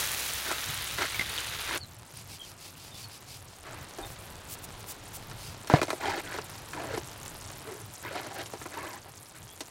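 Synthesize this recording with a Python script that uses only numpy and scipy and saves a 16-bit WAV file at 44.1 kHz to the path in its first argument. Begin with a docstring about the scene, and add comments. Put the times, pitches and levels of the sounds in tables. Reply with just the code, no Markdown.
"""A kitchen, close to the stove. Cream sauce fries hard in an iron pan, its water flashing to steam, then the
scene changes to a quiet simmer of tiny bursting bubbles. Fingers grind salt and pepper over it and a sleeve
rustles. A wooden spatula knocks on the iron and judders through the sauce; one heavy blow rocks the pan. A low
room rumble and a draught lie underneath, with a few faint bird-like chirps."""
import sys
import numpy as np
from scipy import signal
from scipy.fft import rfft, irfft, next_fast_len
from scipy.io import wavfile
from scipy.ndimage import uniform_filter1d, map_coordinates

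SR = 44100
rng = np.random.default_rng(int(sys.argv[2]) if len(sys.argv) > 2 else 0)


def wrap_up_sound(samples):
    """Save the sound to the file named by the first command line argument, as 16-bit audio."""
    columns = np.atleast_2d(samples).T
    # keep every value between -1 and 1, then stretch to whole-number steps
    tamed = np.clip(columns, -1, 1)
    steps = np.round(tamed * 32767).astype(np.int16)
    wavfile.write(sys.argv[1], SR, steps)


N = 427769


def amp(db):
    """Decibels to gain."""
    return 10 ** (np.asarray(db) / 20)


def unit(x):
    """Scale to rms 1."""
    return x / np.sqrt(np.mean(x ** 2) + 1e-20)


def noise():
    """White noise of rms 1."""
    return rng.standard_normal(N)


def wobble(rate):
    """A smooth random curve, rate knots a second."""
    knots = rng.standard_normal(int(N * rate / SR) + 4)
    return map_coordinates(knots, [np.arange(N) * rate / SR])


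def arch(length, skew):
    """A smooth swell; skew over 1 puts its top late."""
    return np.sin(np.pi * np.linspace(0, 1, int(length * SR)) ** skew)


def spells(rows, glide_s=0.029):
    """A curve for each column after the start time: a value holds, then glides to the next row's."""
    starts, *columns = np.transpose(rows)
    current = np.searchsorted(starts[1:], np.arange(N) / SR)
    return [uniform_filter1d(column[current], int(glide_s * SR)) for column in columns]


def add(track, start, sound):
    """Mix a sound into a track at a time in seconds."""
    part = track[round(start * SR):][:len(sound)]
    part += sound[:len(part)]


def filtered(x, response):
    """Filter x by a function of frequency."""
    size = next_fast_len(len(x) + SR // 4)
    return irfft(rfft(x, size) * response(np.fft.rfftfreq(size, 1 / SR)), size)[:len(x)]


def coloured(x, points):
    """EQ x through (Hz, dB) points, rolling off steeply above the last; rms 1."""
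    point_hz, point_db = np.transpose(points)

    def response(hz):
        db = np.interp(np.log(hz + 1), np.log(point_hz), point_db, left=-120)
        return amp(db - 40 * np.log2(np.maximum(hz / point_hz[-1], 1)))
    return unit(filtered(x, response))


def clicks(rate, spread_db):
    """Impulses at random times with log-normal sizes, rms 1."""
    impulses = (rng.random(N) < rate / SR) * np.sign(noise())
    return unit(impulses * amp(spread_db * np.clip(noise(), -2.5, 2.5)))


def crackle(rate, spread_db, t60):
    """Random snaps, each a tiny dying puff of noise, rms 1."""
    decay = amp(-120 / (t60 * SR))
    energy = signal.lfilter([1], [1, -decay], clicks(rate, spread_db) ** 2)
    return unit(np.sqrt(energy) * noise())


def narrow(pitch_hz, q):
    """Noise ringing around a moving pitch; it forgets its phase after q cycles."""
    cycles = np.cumsum(pitch_hz) / SR
    a, b = (map_coordinates(rng.standard_normal(N // 4), [cycles / q]) for _ in range(2))
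    return a * np.cos(2 * np.pi * cycles) + b * np.sin(2 * np.pi * cycles)


def bursts(rate, pitch_hz, scatter, cycles, spread_db, splash, size=256):
    """Bursting bubbles: each swells, rings a few cycles and splashes around its own pitch; rms 1."""
    draws = rng.standard_normal((int(rate * N / SR), 2))
    starts = rng.integers(0, N, len(draws))
    hz = np.minimum(pitch_hz * np.exp(scatter * draws[:, :1]), SR / 2)
    gain = amp(spread_db * np.minimum(draws[:, 1:], 2))
    turns = hz * np.arange(size) / SR
    spatter = uniform_filter1d(rng.standard_normal(turns.shape), size=13, axis=1)
    attack, fade = 1 - np.exp(-turns), np.linspace(1, 0, size) ** 2
    envelope = attack * (np.exp(-turns / cycles) + splash * spatter) * fade
    rings = gain * np.sin(2 * np.pi * turns) * envelope
    positions = starts[:, None] + np.arange(size)
    return unit(np.bincount(positions.ravel(), rings.ravel(), N)[:N])


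def reflected(x, t60, wet_db):
    """x with a short diffuse answer from the kitchen surfaces."""
    t = np.arange(SR // 3) / SR
    tail = rng.standard_normal(len(t)) * amp(-60 * t / t60)
    return x + amp(wet_db) * signal.fftconvolve(x, tail / np.linalg.norm(tail))[:N]


def room_tone():
    """An uneven low rumble and a draught on the microphone."""
    # Spells of background. Each row: start in seconds, rumble in dB, draught in dB.
    levels = [(0, -52, -67), (1.782, -54.5, -68), (3.64, -51.5, -58), (5.6, -52.5, -65), (6.6, -49.5, -63),
              (7.62, -54, -77)]
    # Tone of each layer. Each row: frequency in Hz, relative level in dB.
    rumble_eq = [(35, -17), (65, -9), (100, 1), (135, -3.5), (200, -15), (350, -29)]
    draught_eq = [(12, -10), (25, -2), (55, -2), (120, -38)]
    rumble_db, draught_db = spells(levels)
    rumble = amp(rumble_db + 3.0 * wobble(12)) * coloured(noise(), rumble_eq)
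    draught = amp(draught_db + 3.3 * wobble(6.2)) * coloured(noise(), draught_eq)
    return rumble + draught


def chirping():
    """Faint sliding whistles with a fuzzy edge."""
    # Each row: start and length in seconds, level in dB, first and last pitch in Hz.
    chirps = [(1.802, 0.058, -47, 4640, 3920), (2.393, 0.067, -47.5, 3260, 3080),
              (2.91, 0.097, -50, 3600, 3550), (3.027, 0.0453, -48.5, 4630, 4260),
              (4.02, 0.054, -51, 3590, 3700), (9.484, .075, -58, 3200, 3500)]
    level, pitch_hz = np.zeros(N), np.zeros(N)
    for start, length, db, from_hz, to_hz in chirps:
        swell = arch(length, skew=0.65)
        add(level, start, amp(db) * swell)
        add(pitch_hz, start, np.linspace(from_hz, to_hz, len(swell)))
    whistle = np.sin(2 * np.pi * np.cumsum(pitch_hz) / SR)
    return level * (0.48 * whistle + 1.16 * narrow(pitch_hz, q=14))


def rubbing(rubs, eq, grain_rate, skew):
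    """A grainy hiss of friction, one swell for each rub."""
    pressure = np.zeros(N)
    for start, length, db in rubs:
        add(pressure, start, amp(db) * arch(length, skew))
    grains = clicks(grain_rate, spread_db=6.5) + 0.81 * noise()
    return pressure * coloured(grains, eq)


def hands():
    """Soft, even rubs of salt between fingers and one later sleeve rustle; brighter rubs of pepper."""
    # Each row: start and length in seconds, level in dB. The last soft rub is the sleeve.
    soft_rubs = [(2.13, 0.11, -48), (2.27, 0.12, -46.5), (2.41, .13, -50.5), (2.58, .15, -47.5),
                 (2.75, 0.2, -50), (2.93, .15, -46), (3.09, 0.11, -49), (3.25, 0.16, -47.5),
                 (3.46, 0.14, -57.5), (5.35, 0.21, -47)]
    pepper_rubs = [(3.96, 0.2, -52), (4.19, 0.076, -55), (4.46, 0.096, -40.5), (4.615, 0.044, -42),
                   (4.77, 0.048, -50), (4.85, 0.08, -39), (5.115, 0.062, -41)]
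    # Hiss of the rubs. Each row: frequency in Hz, relative level in dB.
    soft_eq = [(1000, -38), (2300, 1), (3400, 0), (4900, 4.5), (6200, -1), (10000, -3), (15500, -10.5)]
    pepper_eq = [(2000, -9), (4500, -4), (7500, 0), (10000, 0), (12000, -2), (14000, 0), (16000, -2)]
    salt_and_sleeve = rubbing(soft_rubs, soft_eq, grain_rate=4700, skew=0.94)
    pepper = rubbing(pepper_rubs, pepper_eq, grain_rate=5400, skew=2.1)
    return salt_and_sleeve + pepper


def pan_body(force):
    """A force on the pan heard through its damped resonances."""
    # Modes of the iron. Each row: centre and width in Hz, gain in dB.
    modes = [(169, 130, -15), (294, 50, 1), (390, 70, 1.5), (650, 137, 0.5), (1000, 180, -2),
             (1337, 134, -1), (1705, 130, -4), (2050, 190, -7.5), (2520, 200, -10.5), (4020, 1600, -21)]
    return filtered(force, lambda f: sum(
        (-1) ** k * amp(db) * 1j * f * width / (hz * hz - f * f + 1j * f * width)
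        for k, (hz, width, db) in enumerate(modes)))


def stick_slip(rate, unevenness, spread_db, t60):
    """Strength of friction, rms 1: sudden slips at an uneven rate, each dying away."""
    count = np.floor(np.cumsum(rate * np.exp(unevenness * wobble(rate))) / SR)
    slips = np.diff(count, prepend=0) * amp(spread_db * np.clip(noise(), -1.6, 1.6))
    return unit(signal.lfilter([1], [1, -amp(-60 / (t60 * SR))], slips))


def pushes():
    """Force, grit and hollow pitch of the spatula: each push touches down, leans in, eases and lifts."""
    # Each row: start and length in seconds, force in dB, place of the hardest moment from 0 to 1,
    # first and settled pitch of the wet hollow behind the blade in Hz, grit in dB relative to the force.
    strokes = [(.45, 0.091, -32.5, 0.72, 1320, 1400, -5), (.975, .09, -32.5, 0.5, 1254, 1550, -6),
               (1.639, 0.14, -34.5, 0.92, 1400, 1700, -4), (3.648, .2, -42.5, 0.06, 1240, 1200, -17),
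               (3.975, .11, -41.5, 0.27, 839, 780, -34), (5.695, 0.11, -26.5, 0.46, 580, 650, -11),
               (5.997, .215, -28.5, 0.33, 679, 821, -9), (6.223, 0.18, -37.5, 0.73, 1547, 1450, -7),
               (6.729, 0.17, -35.5, 0.46, 1650, 703, -16), (6.872, 0.12, -35, 0.65, 620, 428, -12),
               (7.65, 0.18, -43, 0.01, 330, 420, -34), (8.03, .095, -36.5, 0.22, 1444, 1297, -12),
               (8.109, .225, -38, 0.24, 539.6, 699.5, -6.5), (8.331, 0.11, -39, 0.73, 733, 700, -6.5),
               (8.698, 0.29, -39, 0.34, 1102, 1080, -14), (9.049, 0.053, -48.5, 0.7, 742, 744, -14),
               (9.326, .08, -55, .5, 1400, 1400, -1)]
    touch_share, ease_db = 0.23, 8  # share of the lead-in spent touching down; drop at either end
    release_s, settle_s = 0.0057, 0.03
    force, grit, hollow_hz = np.zeros(N), np.zeros(N), np.zeros(N)
    for start, length, db, hardest, first_hz, settled_hz, grit_db in strokes:
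        t = np.arange(int(length * SR)) / SR
        touch, lift = t / (touch_share * hardest * length), (length - t) / release_s
        contact = np.clip(np.minimum(touch, lift), 0, 1)
        push = contact * amp(db - np.interp(t / length, [0, hardest, 1], [ease_db, 0, ease_db]))
        add(force, start, push)
        add(grit, start, amp(grit_db) * push)
        glide_hz = settled_hz + (first_hz - settled_hz) * np.exp(-t / settle_s)
        hollow_hz[round(start * SR):][:len(t)] = glide_hz
    return force, grit, hollow_hz


def scraping():
    """The spatula judders: slips ring the iron, grit scratches, a hollow squelches, trapped air bursts."""
    # Tone of the grit. Each row: frequency in Hz, relative level in dB.
    grit_eq = [(1200, -17), (2300, -4), (3000, 1), (4500, 1), (5600, -4.5), (8000, -9.5), (15000, -35)]
    force, grit, hollow_hz = pushes()
    judder = stick_slip(rate=150, unevenness=0.45, spread_db=-1.0, t60=0.039)
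    iron = amp(-4) * unit(pan_body(judder * noise()))
    # A large, low hollow rings loudly and damps the high bubbles.
    smallness = np.sqrt(np.maximum(hollow_hz, 300) / 1000)
    sloshing_hz = hollow_hz * np.exp(0.08 * wobble(40))  # the pitch wanders as the sauce moves
    squelch = amp(-6) / smallness * narrow(sloshing_hz, q=5.5) * uniform_filter1d(judder, size=120)
    bubbles = bursts(rate=500, pitch_hz=1946, scatter=0.265, cycles=5.2, spread_db=5, splash=0, size=600)
    air = amp(-1) * smallness * bubbles
    scratch = amp(-2.5) * coloured(judder * noise(), grit_eq)
    # Most air is squeezed out where the stroke is both hard and gritty.
    return force * (iron + squelch) + grit * scratch + np.sqrt(force * grit) * air


def knocking():
    """The spatula knocks on the pan with a short wet splutter; hard blows wake its upper modes."""
    # Each row: start in seconds, peak of the ring in dB, hardness in dB (-13.5 leaves the upper modes
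    # as they are), bright crack in dB relative to that peak.
    knocks = [(0.512, -19.5, -10, -13.5), (0.983, -20, -4, -16), (1.003, -27, -9, -12),
              (1.018, -16, 0, -15), (1.051, -26, 5, -16), (3.983, -31, -22, -11.5), (5.311, -34.5, -7, -11),
              (5.671, -36, -9, -1.5), (5.697, -11.5, -17, -27), (5.814, -12.5, -11.5, -24),
              (5.828, -17, -18, -13), (5.88, -25, -12, -21), (5.902, -17, -6, -15.5),
              (5.928, -19.5, -21, -20.5), (6.384, -21, -14, -28), (6.731, -26, 0, -18),
              (6.974, -22.5, -27, -14), (7.258, -38.5, -8, -3), (8.457, -39.5, -11, 1.5),
              (8.534, -24.5, -19, -19), (8.612, -30.5, -9, -20), (8.654, -29, -15, -28),
              (8.738, -31.5, -2, -14), (9.604, -31.5, -19, 0)]
    # Tone of the crack. Each row: frequency in Hz, relative level in dB.
    crack_eq = [(1800, -0.5), (3300, 4), (5500, 3), (9000, -2), (15000, -17)]
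    firm_db = -20.5  # the sauce cushions contacts lighter than this
    out, t = np.zeros(N), np.arange(SR // 8) / SR
    strike = SR // 500  # the strike sounds 2 ms after the row's start
    crack_decay = (t >= t[strike]) * amp(-60 * (t - t[strike]) / 0.053)
    splutter = 0.061 * (t >= t[strike // 2]) * amp(-60 * t / 0.07)
    for start, db, hard_db, crack_db in knocks:
        force = splutter * rng.standard_normal(len(t))
        force[strike] += min(amp(db - firm_db), 1)
        ring = filtered(pan_body(force), lambda hz: amp((hard_db + 13.5) * np.clip(hz / 600 - 1.2, 0, 1)))
        crack = coloured(rng.standard_normal(len(t)), crack_eq) * crack_decay
        add(out, start, amp(db) * ring / np.abs(ring).max() + amp(db + crack_db) * crack)
    return out


def thump():
    """One heavy blow rocks the pan on the stove top; the slowest motion radiates no sound."""
    # The blow: start in seconds, gain in dB.
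    blow = (5.7385, -6.5)
    # Modes of the pan on the stove. Each row: frequency in Hz, relative level in dB, t60 in seconds.
    modes = [(150.7, 1.5, 0.048), (298, -3, 0.031), (477.5, -4, 0.02), (710, -1, 0.036), (965, -9, 0.023)]
    start, gain_db = blow
    out, t = np.zeros(N), np.arange(SR // 4) / SR
    ring = sum(amp(db - 60 * t / t60) * np.sin(2 * np.pi * hz * t) for hz, db, t60 in modes)
    low_cut = signal.butter(2, 100, "highpass", fs=SR, output="sos")
    add(out, start, amp(gain_db) * signal.sosfilt(low_cut, ring))
    return out


def popping():
    """Large bubbles and spits of fat swell for a few cycles and ring briefly, roughened by the splash."""
    # Each row: start in seconds, level in dB, pitch in Hz, t60 in seconds.
    pops = [(0.336, -14.5, 8240, 0.0032), (1.144, -28.5, 2250, 0.042), (1.194, -18, 2100, 0.027),
            (1.21, -21.5, 2060, 0.042), (1.364, -25, 4500, 0.01), (1.378, -19, 3580, 0.0085),
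            (1.384, -21, 3040, 0.012), (2.172, -32.5, 9600, 0.0093), (3.57, -49, 5000, 0.0068),
            (7.231, -26, 6700, 0.0037), (7.28, -31, 7460, 0.012)]
    out, t = np.zeros(N), np.arange(SR // 10) / SR
    for start, db, hz, t60 in pops:
        splash = filtered(rng.standard_normal(len(t)), lambda f: 1 / np.sqrt(1 + (f / (2 * hz)) ** 4))
        envelope = amp(db - 60 * t / t60) * (1 - np.exp(-hz * t / 2.7))
        add(out, start, envelope * (1.57 * np.sin(2 * np.pi * hz * t) + 0.5 * unit(splash)))
    return out


def simmering():
    """Small bubbles burst as separate high ticks over a soft seething."""
    # Spells of simmering. Each row: start in seconds, seething in dB, ticks in dB.
    levels = [(1.782, -53.5, -56.5), (3.64, -48.5, -54.5), (5.68, -47.5, -51), (7.75, -50.5, -51.5),
              (9.0, -54.5, -54)]
    # Tone of the seething. Each row: frequency in Hz, relative level in dB.
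    seethe_eq = [(150, 5.5), (210, 0), (300, 4), (480, 1.5), (720, 3), (960, 2.5), (2000, -3.5),
                 (4000, -5.5), (8000, -17), (15500, -23)]
    seethe_db, tick_db = spells(levels)
    seethe_gain = amp(seethe_db + 0.19 * wobble(4.5))
    seethe = coloured(noise() + 0.52 * clicks(rate=500, spread_db=9), seethe_eq)
    ticks = bursts(rate=640, pitch_hz=8620, scatter=0.309, cycles=1.55, spread_db=5.5, splash=0.4)
    return seethe_gain * seethe + amp(tick_db) * ticks


def frying():
    """Water flashes to steam in hot fat: dense crackle, a fine spray, single spits and a low hum."""
    # Tone of the sizzle and the spray. Each row: frequency in Hz, relative level in dB.
    sizzle_eq = [(150, -10), (230, -10), (400, -6), (650, -6), (1000, -4.5), (1400, -1.5), (2000, -1),
                 (2600, -2), (3800, -.5), (5200, -8.5), (6700, -9), (8000, -15.5), (9300, -11.5),
                 (15500, -20)]
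    spray_eq = [(2500, -16), (5000, 4), (6500, 4), (8000, 2), (9500, 3.5), (12000, 1), (15500, 2)]
    t = np.arange(N) / SR
    sizzle_db = -37 + 4.5 * np.exp(-t / 0.12)  # a brief flare as the sauce meets the fat
    spray_db = -35 - 13 * t  # dies down as the pan cools
    snaps = crackle(rate=1800, spread_db=1.5, t60=0.0079) + 0.54 * clicks(rate=900, spread_db=2.5)
    sizzle = amp(sizzle_db) * coloured(snaps, sizzle_eq)
    spray = amp(spray_db) * coloured(crackle(rate=1200, spread_db=1.5, t60=0.0037), spray_eq)
    spits = bursts(rate=290, pitch_hz=9950, scatter=0.3, cycles=1.6, spread_db=7.5, splash=0.56)
    hum = amp(-54 + wobble(5.1)) * unit(np.sin(2 * np.pi * 63 * t))
    return sizzle + spray + amp(-46.5) * spits + hum


def scene():
    """Frying, then simmering, with the cook's hands and spatula close by; mono."""
    fry_end_s = 1.782
    hot = np.arange(N) / SR < fry_end_s
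    sauce = np.where(hot, frying(), simmering()) + popping()
    rubs = hands()
    spatula = scraping() + knocking()
    spatula_and_chirps = reflected(spatula + chirping(), t60=0.11, wet_db=-10)
    return (sauce + rubs + thump() + spatula_and_chirps + room_tone())[None]


def record(dry):
    """A brick-wall low-pass takes off the very top."""
    top_hz = 15900
    return filtered(dry[0], lambda hz: hz < top_hz)[None]


dry = scene()
out = record(dry)
wrap_up_sound(out)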